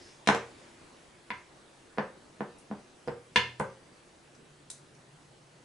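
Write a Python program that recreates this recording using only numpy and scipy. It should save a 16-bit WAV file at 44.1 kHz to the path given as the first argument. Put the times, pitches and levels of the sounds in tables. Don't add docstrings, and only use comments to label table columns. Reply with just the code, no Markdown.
import sys
import numpy as np
from scipy import signal
from scipy.fft import rfft, irfft
from scipy.io import wavfile
from scipy.ndimage import uniform_filter1d

SR = 44100
rng = np.random.default_rng(int(sys.argv[2]) if len(sys.argv) > 2 else 0)


def store_wav(level_fs):
    pcm = np.round(np.clip(np.atleast_2d(level_fs), -1, 1) * 32767)
    wavfile.write(sys.argv[1], SR, pcm.T.astype(np.int16))


def to_linear_factor(level_db):
    exponent = np.asarray(level_db, float) / 20
    return 10 ** exponent


N = 248724

# (frequency [Hz], level [dB per Hz])
AIR = [(20, -23), (100, -16), (340, -12), (800, -17.5), (2270, -23.5), (10600, -33.5), (11500, -42.5),
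       (15000, -79)]
AIR_DB = -57
# (frequency [Hz], likeness [0-1])
AIR_SAME = [(60, 1), (140, 0.84), (350, 0.73), (830, 0.26), (2010, 0.36), (4820, 0.61), (11600, 0.67)]
# (time [s], level [dB])
SWELL = [(0, 3), (.25, 1), (.6, 3), (.9, 1), (1.2, -0.5), (3.9, -0.75), (4.6, -2), (5.64, -1.8)]
HISS_SHARE, MOAN_SHARE = 0.93, 2.5
# (frequency [Hz], level [dB rms])
WHINE = [(6347, -85), (7800, -94), (7827, -82.5), (8791, -86)]
MOAN_HZ, MOAN_WIDTH_HZ, MOAN_DB = 344.7, 37, -70.5
HUM_HZ, HUM_WIDTH_HZ, HUM_IDLE_DB, HUM_RUN_DB = 142.3, 39, -74.5, -63
HUM_START_S, HUM_RISE_S = 4.03, 0.35
RUB_DB, RUB_TOP_S, RUB_RISE_DB_PER_S, RUB_FALL_DB_PER_S2 = -59.5, 0.07, 40, 900

# (delay [ms], left level [dB], right level [dB])
ECHOES = [(2.7, -25, -5), (4.3, -11.5, -3.5), (6.3, -22.5, -12.5), (9.2, -12, -9), (10.3, -10, -16),
          (13.8, -4, -25), (17.5, -18, -18.5)]
# (frequency [Hz], t60 [s])
ROOM_T60 = [(100, 0.15), (260, 0.27), (700, 0.32), (1840, 0.32), (4850, .34), (10000, 0.24)]
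ROOM_DB = -0.5
# (frequency [Hz], likeness [0-1])
ROOM_SAME = [(60, 0.97), (170, 0.79), (490, 0.9), (1410, 0.72), (4050, 0.54), (11600, 0.69)]
# (frequency [Hz], left minus right [dB])
SIDE_DB = [(60, 0), (170, -2), (490, -5.5), (1410, -0.5), (4050, 10), (11600, 2)]
MONO_BELOW_HZ, RUMBLE_CUT_HZ = 500, 42
LOW_CUT_HZ, EDGE_HZ = 162, 11150

# (frequency [Hz], level [dB], t60 [s])
TABLE = [(197.4, 11, 0.028), (248, -29.5, 0.014)]
# (frequency [Hz], level [dB], t60 [s])
LEGS = [(122, 0, .8), (85, -7, .5)]
# (frequency [Hz], level [dB], t60 [s])
CASE = [(391, -8, 0.098), (500, 8, 0.019), (717, 5.5, 0.018)]
# (frequency [Hz], level [dB], t60 [s])
KNOCK_RING = [(1290, -6, 0.013), (1774, 3.5, 0.02), (2095, -3, 0.044), (2515, -4, 0.024), (2675, -10, 0.032),
              (3100, -1, 0.0076), (3474, 4, 0.018), (3860, -10, 0.011), (4180, -2, 0.028), (4700, 3, 0.022),
              (5060, -3, 0.04), (5230, -2, .02), (6360, -4, .02)]
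# (frequency [Hz], level [dB], t60 [s])
BLOCK_LOW = [(968, 0, 0.037)]
FILL_MS = 1.9
# (frequency [Hz], level [dB], t60 [s])
BLOCK_HELD = [(880, -19, 0.041), (957, 9, 0.016), (1190, 4.5, 0.013), (1554, 8.5, 0.022), (1590, -22, 0.1),
              (1890, 14.5, 0.0077), (2180, -8, 0.011), (3050, -90, 0.0055), (4000, 5, 0.0071)]
# (frequency [Hz], level [dB], t60 [s])
NAIL = [(9300, 1, 0.0019), (7840, -2, 0.0024), (5840, -11, 0.0016), (4100, -11, 0.0023),
        (2400, -19.5, .003), (1100, -21, .004)]
NAIL_S, NAIL_DB, NAIL_SLIP_MS, NAIL_SLIP_DB = 4.701, -27, 2, -28.5

# (time [s], level [dB])
THUDS = [
    (0.29, -41.5),
    (1.304, -56),
    (3.075, -47.5),
    (3.361, -37),
    (3.6, -48),
]
# (time [s], level [dB], length [ms], pitch [Hz])
TICKS = [(0.262, -42, 3, 2020), (0.2733, -20, 4.8, 2580), (0.2735, -30, 4, 6460), (0.288, -20.5, 2, 5600),
         (.348, -29, 1.8, 5700), (1.306, -45, 1.4, 3600), (1.984, -42.5, 2, 4440), (2.585, -51, 17, 9300),
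         (3.076, -44, 4, 4700), (3.359, -25, 9.6, 5440), (3.597, -35, 2.9, 8300), (4.35, -53, 3, 5500),
         (4.951, -53, 3.6, 5030)]
# (time [s], level [dB], length [ms], pitch [Hz])
CHATTER = [
    (0.2756, -21, 2.2, 3360),
    (1.3045, -32, 4.3, 2090),
    (1.314, -40, 3, 2570),
    (3.36, -15.5, 12, 2600),
]
CHATTER_WIDTH = 0.88
# (time [s], level [dB], pitch [Hz])
HUMS = [(.289, -25.5, 460), (.33, -29.5, 463), (1.975, -33, 500), (1.984, -29, 526), (2.407, -39, 475),
        (2.407, -40, 365), (2.712, -52, 465), (3.075, -30, 481), (3.083, -35.5, 521), (3.083, -39, 455),
        (3.083, -39, 372), (.289, -28, 531), (3.36, -32.5, 492), (3.6, -25, 530.6)]
# (time [s], level [dB], pitch [Hz])
HIGH_RINGS = [
    (0.275, -27, 954),
    (0.288, -33, 965),
    (1.306, -41, 1580),
    (1.986, -27.5, 1768),
    (2.407, -36.5, 1776),
    (3.6, -35, 1190),
    (3.6, -34.5, 1487),
]
HUM_T60_S, HIGH_RING_T60_S = 0.14, 0.13
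# (time [s], level [dB], contact [ms])
RATTLES = [
    (0.2753, -20.5, 0.036),
    (0.3474, -19, 0.074),
]
RATTLE_CASE_DB, RATTLE_BLOCK_DB = -5.5, -10
# (time [s], push [dB], held block [dB], contact [ms])
TOUCHES = [
    (1.9755, -48, -28, 0.038),
    (2.3964, -40, -58, 0.15),
    (2.7029, -32, -41, 0.27),
    (3.0755, -29.5, -26, 0.093),
    (3.5991, -22, -21.5, 0.081),
]
# (time [s], push into table [dB], air snap [dB], held block [dB], contact [ms])
BLOWS = [
    (0.2737, -20, -16, -14, 0.03),
    (0.2885, -22, -6.5, -9, 0.075),
    (1.9841, -23, -17, -22.5, 0.097),
    (2.407, -26, -23, -30.5, 0.12),
    (2.713, -27, -27.5, -42, 0.15),
    (3.0831, -29.5, -27.5, -32.5, 0.089),
    (3.601, -19, -19.5, -23, 0.11),
]
PAD_CASE_DB, TOUCH_CASE_DB = 3, 2
FELT_DB_PER_MS = -79
# (time [s], blow [dB], free ring [dB], contact [ms], looseness of grip [0-1])
KNOCKS = [
    (1.3041, -27.5, -18, 0.027, 0.25),
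    (3.3592, -15, -1.5, 0.012, 0.73),
]
KNOCK_TABLE_DB, KNOCK_CASE_DB = -9, -5
SILENT_DB = -90


def evened(x):
    return x / np.sqrt(np.mean(x ** 2) + 1e-20)


def peaked(x):
    return x / (abs(x).max() + 1e-20)


def read(points, hz):
    f, value = np.transpose(points)
    return np.interp(np.log(hz + 1), np.log(f + 1), value)


def add(mix, s, sound):
    part = mix[round(s * SR):][:len(sound)]
    part += sound[:len(part)]


def narrow(x, hz, width):
    r = np.exp(-np.pi * width / SR)
    return signal.lfilter([1, 0, -1], [1, -2 * r * np.cos(2 * np.pi * hz / SR), r * r], x)


def paired(a, b, same):
    same = np.clip(same, 0, 1)[:, None]
    shared = np.sqrt((1 + same) / 2) * a
    apart = np.sqrt((1 - same) / 2) * b
    return np.array([shared + apart, shared - apart])


def stir(t):
    return np.interp(t, *np.transpose(SWELL))


def air():
    frames, hz = N // 256 + 5, np.fft.rfftfreq(1024, 1 / SR)
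    a, b, c, d, patches = rng.standard_normal((frames, 513, 5)).T
    patches = evened(uniform_filter1d(uniform_filter1d(patches, 10, 0), 12, 1))
    z = paired(a + 1j * b, c + 1j * d, read(AIR_SAME, hz))
    z = z * to_linear_factor(read(AIR, hz)[:, None] + 1.52 * patches)
    level = to_linear_factor(AIR_DB) / np.std(signal.istft(z, nperseg=1024, noverlap=768)[1])
    low_db = stir(np.arange(frames) * 256 / SR)
    high_db = HISS_SHARE * low_db
    z = z * to_linear_factor(high_db + (low_db - high_db) / (1 + (hz[:, None] / 2500) ** 2))
    return level * signal.istft(z, nperseg=1024, noverlap=768)[1][:, :N]


def humming(hz, width, db):
    noise = narrow(rng.standard_normal(N), hz, width)
    return to_linear_factor(db) * evened(narrow(noise, hz, width))


def appliance(t):
    run = np.clip((t - HUM_START_S) / HUM_RISE_S, 0, 1)
    hum = humming(HUM_HZ, HUM_WIDTH_HZ, HUM_IDLE_DB + (HUM_RUN_DB - HUM_IDLE_DB) * run)
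    return hum + humming(MOAN_HZ, MOAN_WIDTH_HZ, MOAN_DB + MOAN_SHARE * stir(t))


def whine():
    return sum(to_linear_factor(db) * evened(narrow(rng.standard_normal(N), hz, 16)) for hz, db in WHINE)


def skin_rub(t):
    slide = narrow(rng.standard_normal(N), 5140, 600) + 0.22 * narrow(rng.standard_normal(N), 6300, 300)
    late = t - RUB_TOP_S
    rub_db = RUB_DB + np.where(late < 0, RUB_RISE_DB_PER_S * late, -RUB_FALL_DB_PER_S2 * late ** 2)
    return to_linear_factor(np.maximum(rub_db, -200)) * evened(slide)


def room(x):
    taps = np.zeros((2, SR // 2))
    at = np.arange(340, SR // 2 - 20, 20)
    at = at + rng.integers(0, 20, (2, len(at)))
    np.put_along_axis(taps, at, rng.choice([-1., 1.], at.shape), 1)
    hz, t, z = signal.stft(taps, SR, nperseg=256)
    z = paired(*z, read(ROOM_SAME, hz)) * to_linear_factor(-60 * t / read(ROOM_T60, hz)[:, None])
    tail = signal.istft(z, SR, nperseg=256)[1]
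    tail *= 1 - np.exp(-np.arange(tail.shape[1]) / (0.0017 * SR))
    tail *= to_linear_factor(ROOM_DB) / np.linalg.norm(tail[0])
    for k, (ms, left_db, right_db) in enumerate(ECHOES):
        lag_ms = 0.19 * (-1) ** k
        tail[0, round(ms * SR / 1000)] += to_linear_factor(left_db)
        tail[1, round((ms + lag_ms) * SR / 1000)] += to_linear_factor(right_db)
    return signal.fftconvolve(x[None], tail, axes=1)[:, :N]


def push(contact_ms):
    u = np.arange(512) / (SR * contact_ms / 1000)
    return u ** 4 * np.exp(-u)


def ring(modes, force, flip=1):
    t = np.arange(SR // 2) / SR
    body = np.zeros(len(t))
    for k, (hz, db, t60) in enumerate(modes):
        sense = flip ** (k * (k + 1) // 2)
        body += sense * to_linear_factor(db - 60 * t / t60) * np.sin(2 * np.pi * hz * t)
    return peaked(signal.fftconvolve(body, force)[:len(t)])


def thud(s, db):
    return s, to_linear_factor(db) * ring(LEGS, push(3.55))


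def tick(s, db, ms, hz):
    t = np.arange(2048) / SR
    burst = rng.standard_normal(len(t)) * np.exp(-t / (ms / 2000))
    return s, to_linear_factor(db) * peaked(narrow(burst, hz, 0.33 * hz))


def chatter(s, db, ms, hz):
    scrape = tick(s, db, ms, hz)[1]
    return s, to_linear_factor(db) * peaked(narrow(scrape, hz, CHATTER_WIDTH * hz))


def nail_click(hits):
    add(hits, NAIL_S, to_linear_factor(NAIL_DB) * ring(NAIL, push(0.0045), flip=-1.04))
    add(hits, *tick(NAIL_S + NAIL_SLIP_MS / 1000, NAIL_SLIP_DB, 2.4, NAIL[1][0]))


def one_note(s, db, hz, t60):
    return s, to_linear_factor(db - 2.0) * ring([(hz, 0, t60)], push(0.12))


def case_hum(s, db, hz):
    return one_note(s, db, hz, HUM_T60_S)


def high_ring(s, db, hz):
    return one_note(s, db, hz, HIGH_RING_T60_S)


def pat(s, snap_db, table_db, case_db, block_db, contact_ms):
    force = push(contact_ms)
    out = to_linear_factor(table_db) * ring(TABLE, force)
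    out += to_linear_factor(case_db) * ring(CASE, force)
    out += to_linear_factor(block_db) * ring(BLOCK_HELD, force)
    add(out, 0, -to_linear_factor(snap_db) * peaked(np.gradient(force)))
    return s, out


def rattle(s, db, contact_ms):
    return pat(s, db, SILENT_DB, db + RATTLE_CASE_DB, db + RATTLE_BLOCK_DB, contact_ms)


def touch(s, push_db, block_db, contact_ms):
    case_db = push_db + TOUCH_CASE_DB + FELT_DB_PER_MS * contact_ms
    return pat(s, SILENT_DB, push_db, case_db, block_db, contact_ms)


def blow(s, push_db, snap_db, block_db, contact_ms):
    case_db = push_db + PAD_CASE_DB + FELT_DB_PER_MS * contact_ms
    return pat(s, snap_db, push_db, case_db, block_db, contact_ms)


def knock(s, low_db, upper_db, contact_ms, loose):
    force = push(contact_ms)
    out = to_linear_factor(low_db + KNOCK_TABLE_DB) * ring(TABLE, force)
    out += to_linear_factor(low_db + KNOCK_CASE_DB) * ring(CASE, force)
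    t = np.arange(len(out)) / SR
    out += to_linear_factor(low_db) * (1 - np.exp(-t / (FILL_MS / 1000))) * ring(BLOCK_LOW, force)
    spreading = 1 - 0.7 * np.exp(-t / 0.0018)
    gripped = [(hz, db, loose * t60) for hz, db, t60 in KNOCK_RING]
    return s, -out - to_linear_factor(upper_db) * spreading * ring(gripped, force, flip=-0.967)


def high_pass(x, order, hz):
    return signal.sosfilt(signal.butter(order, hz, "high", fs=SR, output="sos"), x)


def at_microphones(hits):
    lean = to_linear_factor(read(SIDE_DB, np.fft.rfftfreq(N, 1 / SR)) / 2)
    direct = irfft(rfft(hits) * np.array([lean, 1 / lean]), N)
    taps = direct + room(hits)
    bass_side = signal.lfilter(*signal.butter(1, MONO_BELOW_HZ, fs=SR), taps[0] - taps[1]) / 2
    return taps - bass_side * np.array([[1], [-1]])


def scene():
    t = np.arange(N) / SR
    background = air() + appliance(t) + whine() + skin_rub(t)
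    hits, thuds = np.zeros(N), np.zeros(N)
    for row in THUDS:
        add(thuds, *thud(*row))
    sources = ((tick, TICKS), (chatter, CHATTER), (case_hum, HUMS), (high_ring, HIGH_RINGS),
               (rattle, RATTLES), (touch, TOUCHES), (blow, BLOWS), (knock, KNOCKS))
    for source, rows in sources:
        for row in rows:
            add(hits, *source(*row))
    nail_click(hits)
    taps = at_microphones(high_pass(hits, 3, LOW_CUT_HZ))
    return taps + high_pass(thuds, 2, RUMBLE_CUT_HZ) + background


def low_pass(x):
    return signal.sosfilt(signal.butter(12, 12200, fs=SR, output="sos"), x)


def record(dry):
    edge = signal.firwin(241, EDGE_HZ, window=("kaiser", 9), fs=SR)
    mix = signal.oaconvolve(dry, edge[None], "same")
    return low_pass(mix)


dry = scene()
out = record(dry)
store_wav(out)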